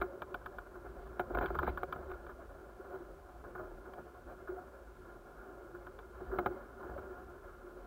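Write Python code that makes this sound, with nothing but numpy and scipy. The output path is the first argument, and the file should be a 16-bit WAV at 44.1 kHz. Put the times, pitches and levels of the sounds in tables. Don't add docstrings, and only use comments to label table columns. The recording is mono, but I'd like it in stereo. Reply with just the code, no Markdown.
import sys
import numpy as np
from scipy import signal
from scipy.fft import rfft, irfft
from scipy.io import wavfile
from scipy.ndimage import uniform_filter1d

SR = 44100
rng = np.random.default_rng(int(sys.argv[2]) if len(sys.argv) > 2 else 0)


def linear_from_db(decibels):
    return 10 ** (np.asarray(decibels, float) / 20)


def persist_wave(psi):
    counts = np.round(np.clip(psi, -1, 1) * 32767).astype(np.int16)
    wavfile.write(sys.argv[1], SR, np.atleast_2d(counts).T)


N = 346626

# mode_hz, t60_s, wash_db, knock_db
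BOOM = [(107.8, 0.14, -11, -12.5), (182.5, 0.055, -23.5, -13), (232, 0.047, -9, -26), (279, 0.054, -14, -9),
        (358, 0.11, 0.5, -3.5), (385, 0.13, -2.5, -6), (444.7, 0.034, -10, -5)]
BODY = [(559.8, 0.036, 0, -3), (609, 0.015, -7.5, -4.5), (717.5, 0.079, -3.5, 0), (826, 0.024, -11, -1)]
# mode_hz, t60_s, wash_db, knock_db, ratchet_db
BUZZ = [(870, 0.026, -10.5, -6.5, -9), (1025, 0.044, -1, -1.5, -1.5), (1101, 0.019, -2.5, -3.5, -1.5),
        (1258, 0.033, -4.5, 2, 1), (1402, 0.032, 5, 1.5, -5), (1446, 0.025, -3.5, 4, 5.5),
        (1610, 0.022, -26, -16, -10), (1692, 0.016, -6.5, -9.5, -3.5)]
TICK = [(2129, 0.025, 8.5, 9.5, -19), (2328, 0.03, 4.5, 6, 3), (2590, 0.042, -7, -12, -13),
        (3063, 0.023, -1.5, -1, -2.5), (3240, 0.008, -11, -27, 3), (3510, 0.015, -17, -8, -2.5),
        (3550, 0.017, -14, -8, -20), (3950, 0.023, -4, -2.5, -16), (4590, 0.012, -20, -19, -12)]
WINDOW_HZ = 3830
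STRUCTURE_GAIN_DB = 6.5


def level(x, rms_db):
    return x * linear_from_db(rms_db) / np.sqrt(np.mean(x ** 2))


def walk(rate_hz):
    hold = int(SR / rate_hz)
    steps = np.repeat(rng.standard_normal(N // hold + 1), hold)
    return 1.45 * uniform_filter1d(uniform_filter1d(steps, hold), hold)[:N]


def curve(table):
    time_s, *columns = np.transpose(table)
    return [np.interp(np.arange(N) / SR, time_s, column) for column in columns]


def ring(push, mode_hz, t60_s):
    r = np.exp(-np.log(1000) / (t60_s * SR))
    poles = [1, -2 * r * np.cos(2 * np.pi * mode_hz / SR), r * r]
    return np.sqrt(1 - r * r) * signal.lfilter([1, 0, -1], poles, push)


def case(x, cutoff_hz=1705):
    return signal.sosfilt(signal.cheby1(6, 1, cutoff_hz, fs=SR, output="sos"), x)


def wash(modes, push, flicker_db):
    total = np.zeros(N)
    for mode_hz, t60_s, wash_db, *_ in modes:
        mode = ring(push * rng.standard_normal(N), mode_hz, t60_s)
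        total += linear_from_db(wash_db + flicker_db * walk(14)) * mode
    return level(total, 0)


def laps():
    lap_table = [(0.032, 6, .05), (0.875, 2, .06), (1.29, 2.5, .03), (2.04, 5, 0.059), (2.41, 3.5, 0.047),
                 (2.848, 0.5, .04), (2.959, 7, 0.064), (3.467, 5.5, .03), (3.6, 3, 0.066),
                 (3.995, 3.5, 0.038), (4.3, 4, .04), (4.538, 3.5, 0.076), (5.092, 3, 0.045),
                 (5.49, 3, 0.083), (5.719, 1.5, 0.09), (6.316, 6, 0.048), (6.52, 3, 0.033),
                 (6.93, 3.5, 0.089), (7.206, 1, .05), (7.634, 1, 0.026)]
    crest_s, lift_db, half_s = np.transpose(lap_table)[:, :, None]
    t = np.arange(0, N + 64, 64) / SR
    humps_db = lift_db * np.exp(-((t - crest_s) / half_s) ** 2)
    return np.sum(humps_db, axis=0).repeat(64)[:N]


def water():
    # time_s, flow_db, froth_db (shifts the weight from boom to buzz)
    flow = [(0.0, -53, -0.5), (0.61, -53, 0), (1.22, -52, 1.5), (1.47, -48.5, 2.5), (1.55, -50.5, -3.5),
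            (1.86, -52.5, 2), (2.47, -55.5, 0), (2.8, -53.5, 1), (3.26, -56.5, 0.5), (3.57, -54.5, -1.5),
            (4.49, -54, -0.5), (4.84, -56, 1), (6.22, -54, 0.5), (6.41, -47.5, -6.5), (6.61, -51.5, 1.5),
            (7.03, -50, 0), (7.51, -55, 2), (7.86, -54.5, -1.5)]
    flow_db, froth_db = curve(flow)
    flow_db = flow_db + laps() + 6
    boom_db = flow_db - 1 - 0.5 * froth_db
    body_db = flow_db - 4 + 0.1 * froth_db
    buzz_db = flow_db - 6.5 + 0.5 * froth_db
    spray_db = buzz_db - 22
    puffs_db = 1.01 * walk(22) + 2.02 * walk(70)
    low = linear_from_db(boom_db) * wash(BOOM, linear_from_db(0.44 * puffs_db), flicker_db=1.5)
    low += linear_from_db(body_db) * wash(BODY, linear_from_db(1.04 * puffs_db), flicker_db=2.5)
    low += linear_from_db(buzz_db) * wash(BUZZ, linear_from_db(0.74 * puffs_db), flicker_db=1.5)
    spray = linear_from_db(spray_db) * wash(TICK, linear_from_db(0.8 * puffs_db), flicker_db=1.5)
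    return case(low) + spray


def hiss():
    # freq_hz, level_db
    colour = [(100, 7), (2000, 6), (4000, 0.5), (8000, -1), (16000, -3)]
    freq_hz, colour_db = np.transpose(colour)
    bin_hz = np.arange(N // 2 + 1) * SR / N
    gain_db = np.interp(np.log(bin_hz + 1), np.log(freq_hz), colour_db)
    return level(irfft(rfft(rng.standard_normal(N)) * linear_from_db(gain_db), N), -67.5)


def jolts():
    jolt_table = [(0.01, -45, 0.041), (0.24, -57.5, 0.38), (0.61, -54, 0.087), (0.88, -53, 0.22),
                  (1.01, -50.5, 0.19), (1.38, -39, 0.053), (1.53, -42, .08), (1.6, -42, 0.039),
                  (1.71, -41.5, 0.096), (1.95, -52, 0.35), (2.2, -59, .06), (2.32, -58, 0.062),
                  (2.56, -54.5, 0.074), (3.06, -52.5, 0.092), (3.37, -53, 0.069), (3.59, -61, .2),
                  (3.74, -50.5, 0.087), (4.07, -65, 0.093), (4.29, -57, .2), (4.53, -57, .15),
                  (4.88, -55, 0.27), (5.71, -55, 0.039), (5.82, -54.5, .2), (6.17, -52.5, .04),
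                  (6.3, -44.5, 0.11), (6.52, -51.5, 0.049), (6.92, -49, 0.13), (7.29, -53, 0.046),
                  (7.45, -56, 0.21), (7.84, -51, .03)]
    idle_db, flicker_db, rise_s = -61, -1, 0.045
    t = np.arange(N) / SR
    power = linear_from_db(idle_db + flicker_db * walk(6)) ** 2
    for start_s, level_db, ring_s in jolt_table:
        age = t - start_s
        shape = np.where(age < 0, -(age / rise_s) ** 2, -age / ring_s)
        power = power + (linear_from_db(level_db) * np.exp(shape)) ** 2
    return 10 * np.log10(power)


def pole():
    # time_s, pitch_hz
    stays = [(0, 59.3), (.45, 55.55), (.65, 49.2), (1.38, 51.2), (1.58, 61.8), (1.78, 57.05), (2.3, 62.96),
             (2.6, 47), (2.93, 56.4), (3.1, 46.45), (3.42, 55.36), (3.7, 44.3), (4.15, 60.1), (4.75, 58.25),
             (4.98, 44), (6.4, 53), (7.1, 56.94), (7.75, 45)]
    # mode_hz, t60_s, wash_db, unused
    hum = [(41, 0.29, 0, 0), (73.1, 0.36, -2, 0), (109.5, 0.03, -12, 0), (154, 0.12, -9, 0)]
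    (pitch_hz,), swing_db = curve(stays), jolts()
    upright_hz = pitch_hz * (1 + 0.0811 * walk(18))
    sideways_hz = 1.1 * pitch_hz * (1 + 0.1057 * walk(20))
    swing = np.sin(2 * np.pi * np.cumsum(upright_hz) / SR)
    swing += 0.46 * np.sin(2 * np.pi * np.cumsum(sideways_hz) / SR)
    rumble_db = uniform_filter1d(swing_db, SR // 5) - 3.5
    rumble = linear_from_db(rumble_db) * wash(hum, 1.0, flicker_db=2.5)
    return linear_from_db(STRUCTURE_GAIN_DB) * (linear_from_db(swing_db + 1.5) * swing + rumble)


def blows(table, share_column, rise_s):
    size = SR // 8
    t, out = np.arange(size) / SR, np.zeros(N + size)
    for start_s, peak_db, boom_db, body_db, tick_db, contact_s in table:
        blow = np.zeros(size)
        groups = ((BUZZ, 0, 1), (BOOM, boom_db, 1), (BODY, body_db, 1), (TICK, tick_db, 0.7))
        for modes, group_db, quickness in groups:
            fade = np.exp(-t / (quickness * contact_s)) * (1 + 2.4 * np.exp(-t / 0.0013))
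            push = fade * (1 - np.exp(-t / rise_s))
            rings = []
            for mode in modes:
                sound = ring(push * rng.standard_normal(size), mode[0], mode[1])
                rings.append(linear_from_db(mode[share_column]) * sound / np.abs(sound).max())
            if modes is TICK:
                group = case(sum(rings[:-1]), WINDOW_HZ) + rings[-1]
            else:
                group = case(sum(rings))
            blow += linear_from_db(group_db) * group / np.abs(group).max()
        start = int(start_s * SR)
        out[start:start + size] += linear_from_db(peak_db + STRUCTURE_GAIN_DB) * blow
    return out[:N]


def knocks():
    # start_s, peak_db (near 1.3 kHz), hull_db, tick_db, contact_s
    slap_table = [(0.0139, -25.5, -3, -14, 0.011), (1.194, -29, 1.5, -12, 0.011),
                  (1.3474, -30, -1, -14.5, 0.0063), (1.371, -28, -1, -28, 0.007),
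                  (1.3855, -29.5, 0.5, -12, 0.0021), (1.408, -31, 0.5, -29, 0.022),
                  (1.502, -35.5, 3, -24, 0.003), (1.629, -28, -3, -19, 0.004),
                  (1.675, -33.5, 6.5, -13, 0.0085), (1.8313, -28, 0.5, -15.5, 0.0027),
                  (1.9584, -42.5, 2, -17, 0.006), (2.114, -35.5, -4.5, -19, 0.0075),
                  (2.955, -48, 7, -24, 0.0091), (3.551, -40.5, -3, -22, 0.01),
                  (6.3857, -26, 0, -13.5, 0.007), (6.459, -27, 3, -10.5, 0.0081),
                  (6.977, -43.5, -1, -20, 0.012)]
    # start_s, peak_db, hull_db, tick_db
    click_table = [(0.2187, -32.5, -7, -14.5), (0.3421, -29.5, -11, -15), (0.4592, -35.5, -11.5, -13.5),
                   (0.5836, -35.5, -9, -20), (1.4576, -29.5, -15.5, -11), (1.5502, -31.5, -6.5, -25),
                   (1.5868, -25, -16, -18.5), (1.7733, -30.5, -14, -20), (1.9238, -29.5, -15, -16),
                   (2.2645, -42.5, -7, -19), (3.9347, -44.5, -26, -11.5), (5.8667, -40.5, -8, -19),
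                   (5.9881, -41, -7.5, -14)]
    # start_s, peak_db, hull_db, tick_db
    splash_table = [(0.41, -52.5, -3, -26), (0.7519, -46, -14, -29), (1.298, -48.5, 7.5, -26),
                    (1.3342, -42.5, 3, -27), (1.4186, -35.5, -1, -19), (1.4344, -39, 1, -21),
                    (1.4409, -37, -3.5, -27), (1.4776, -43, -17, -11.5), (1.5436, -37, -11, -17),
                    (1.6159, -43.5, 6, -26), (1.6414, -43, 3, -22), (1.6642, -34, -13, -18),
                    (1.6826, -41, 0.5, -15), (1.6903, -56.5, 3, -9), (2.0953, -44.5, -6, -20),
                    (2.1337, -49.5, 0, -13), (2.2902, -43.5, -13, -24), (3.438, -46, -2, -26),
                    (3.5753, -43.5, -11, -26), (3.5941, -43, -3.5, -31), (3.6291, -48, -3, -28),
                    (3.8533, -47.5, -22, -29), (3.9782, -48, 0, -33), (4.473, -41.5, -10, -27),
                    (5.7461, -45, -21, -31), (6.2041, -51, 6, -32), (6.314, -41, -4.5, -25),
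                    (6.3349, -41.5, -5, -33), (6.827, -44.5, -2, -26), (6.8918, -47.5, 3, -31)]
    slaps = [(s, peak, hull - 2.5, hull, tick, contact) for s, peak, hull, tick, contact in slap_table]
    clicks = [(s, peak, hull, hull, tick, 0.0068) for s, peak, hull, tick in click_table]
    splashes = [(s, peak, hull + 2, hull, tick, 0.015) for s, peak, hull, tick in splash_table]
    knock_column, ratchet_column = 3, -1
    out = blows(slaps, knock_column, rise_s=0.00025)
    out += blows(clicks, ratchet_column, rise_s=0.00021)
    return out + blows(splashes, knock_column, rise_s=0.003)


def bloops():
    # start_s, peak_db, pitch_hz, swell_s
    bloop_table = [(0.029, -39.5, 371, 0.021), (0.308, -37, 371, 0.012), (0.846, -34.5, 386, 0.0044),
                   (0.05, -44, 555, 0.04), (1.309, -28, 372, 0.0041), (1.508, -30, 382, 0.004),
                   (2.078, -31.5, 366, 0.019), (2.291, -40, 373, 0.0051), (2.388, -41.5, 671, 0.0067),
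                   (2.796, -35.5, 370, 0.0057), (2.939, -37.5, 384.5, 0.013), (2.956, -43, 365, 0.015),
                   (3.001, -40.5, 346, 0.01), (3.435, -43, 382, 0.0082), (3.593, -41.5, 626, 0.021),
                   (3.632, -40, 380, 0.0082), (4.489, -28.5, 365, 0.0089), (4.515, -34.5, 377.4, 0.016),
                   (4.573, -39, 728, 0.0085), (5.735, -40, 358, 0.016), (6.217, -33.5, 367, 0.0074),
                   (6.326, -29, 374.6, 0.011), (6.49, -30.5, 359.3, 0.018), (6.538, -35, 373.6, 0.011),
                   (6.624, -41, 380, 0.0075), (6.844, -36.5, 352, 0.011), (6.899, -40, 385, 0.021),
                   (6.96, -32, 575, 0.0058), (7.064, -37.5, 387, 0.0099), (7.1, -33.5, 372, 0.013)]
    size = SR // 5
    t, out = np.arange(size) / SR, np.zeros(N + size)
    for start_s, peak_db, pitch_hz, swell_s in bloop_table:
        age = t / swell_s
        tone = np.sin(2 * np.pi * (pitch_hz * t + rng.random()))
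        start = int(start_s * SR)
        out[start:start + size] += linear_from_db(peak_db) * age * np.exp(1 - age) * tone
    return out[:N]


def crackles():
    # start_s, peak_db
    crackle_table = [
        (1.203, -58),
        (1.5514, -63),
        (1.835, -61),
        (3.9357, -67),
    ]
    start_s, peak_db = np.transpose(crackle_table)
    out = np.zeros(N)
    out[(start_s * SR + 30).astype(int)] = linear_from_db(peak_db + 22.5)
    return out


def slips():
    # start_s, length_s, level_db
    slip_table = [
        (1.409, 0.034, -66.5),
        (1.676, 0.026, -64.5),
        (1.634, .014, -68),
    ]
    t, grip = np.arange(N) / SR, np.zeros(N)
    for start_s, length_s, level_db in slip_table:
        edge_s = np.minimum(t - start_s, start_s + length_s - t)
        grip += linear_from_db(level_db) * np.clip(edge_s / 0.002, 0, 1)
    push = grip * linear_from_db(2.1 * walk(250))
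    rasp = np.zeros(N)
    for mode_hz, t60_s, _, knock_db, _ in TICK[:-1]:
        rasp += linear_from_db(0.89 * knock_db) * ring(push * rng.standard_normal(N), mode_hz, 0.77 * t60_s)
    return case(rasp, 1.04 * WINDOW_HZ)


def scene():
    left = water() + pole() + knocks() + bloops() + slips()
    return np.array([case(left, cutoff_hz=4810), np.zeros(N)])


def low_pass(x):
    return signal.sosfilt(signal.butter(12, 16630, fs=SR, output="sos"), x)


def record(dry):
    clock_hz, mirror_db, top_hz = 16005, -12, 15760
    slope = np.diff(dry, prepend=0)
    mirror = linear_from_db(mirror_db) * 2 * slope * np.cos(2 * np.pi * clock_hz * np.arange(N) / SR)
    left_only = np.array([[1], [0]])
    wet = dry + mirror + (hiss() + crackles()) * left_only
    wet = signal.sosfilt(signal.ellip(10, 0.2, 60, top_hz, fs=SR, output="sos"), wet)
    return low_pass(wet)


dry = scene()
out = record(dry)
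persist_wave(out)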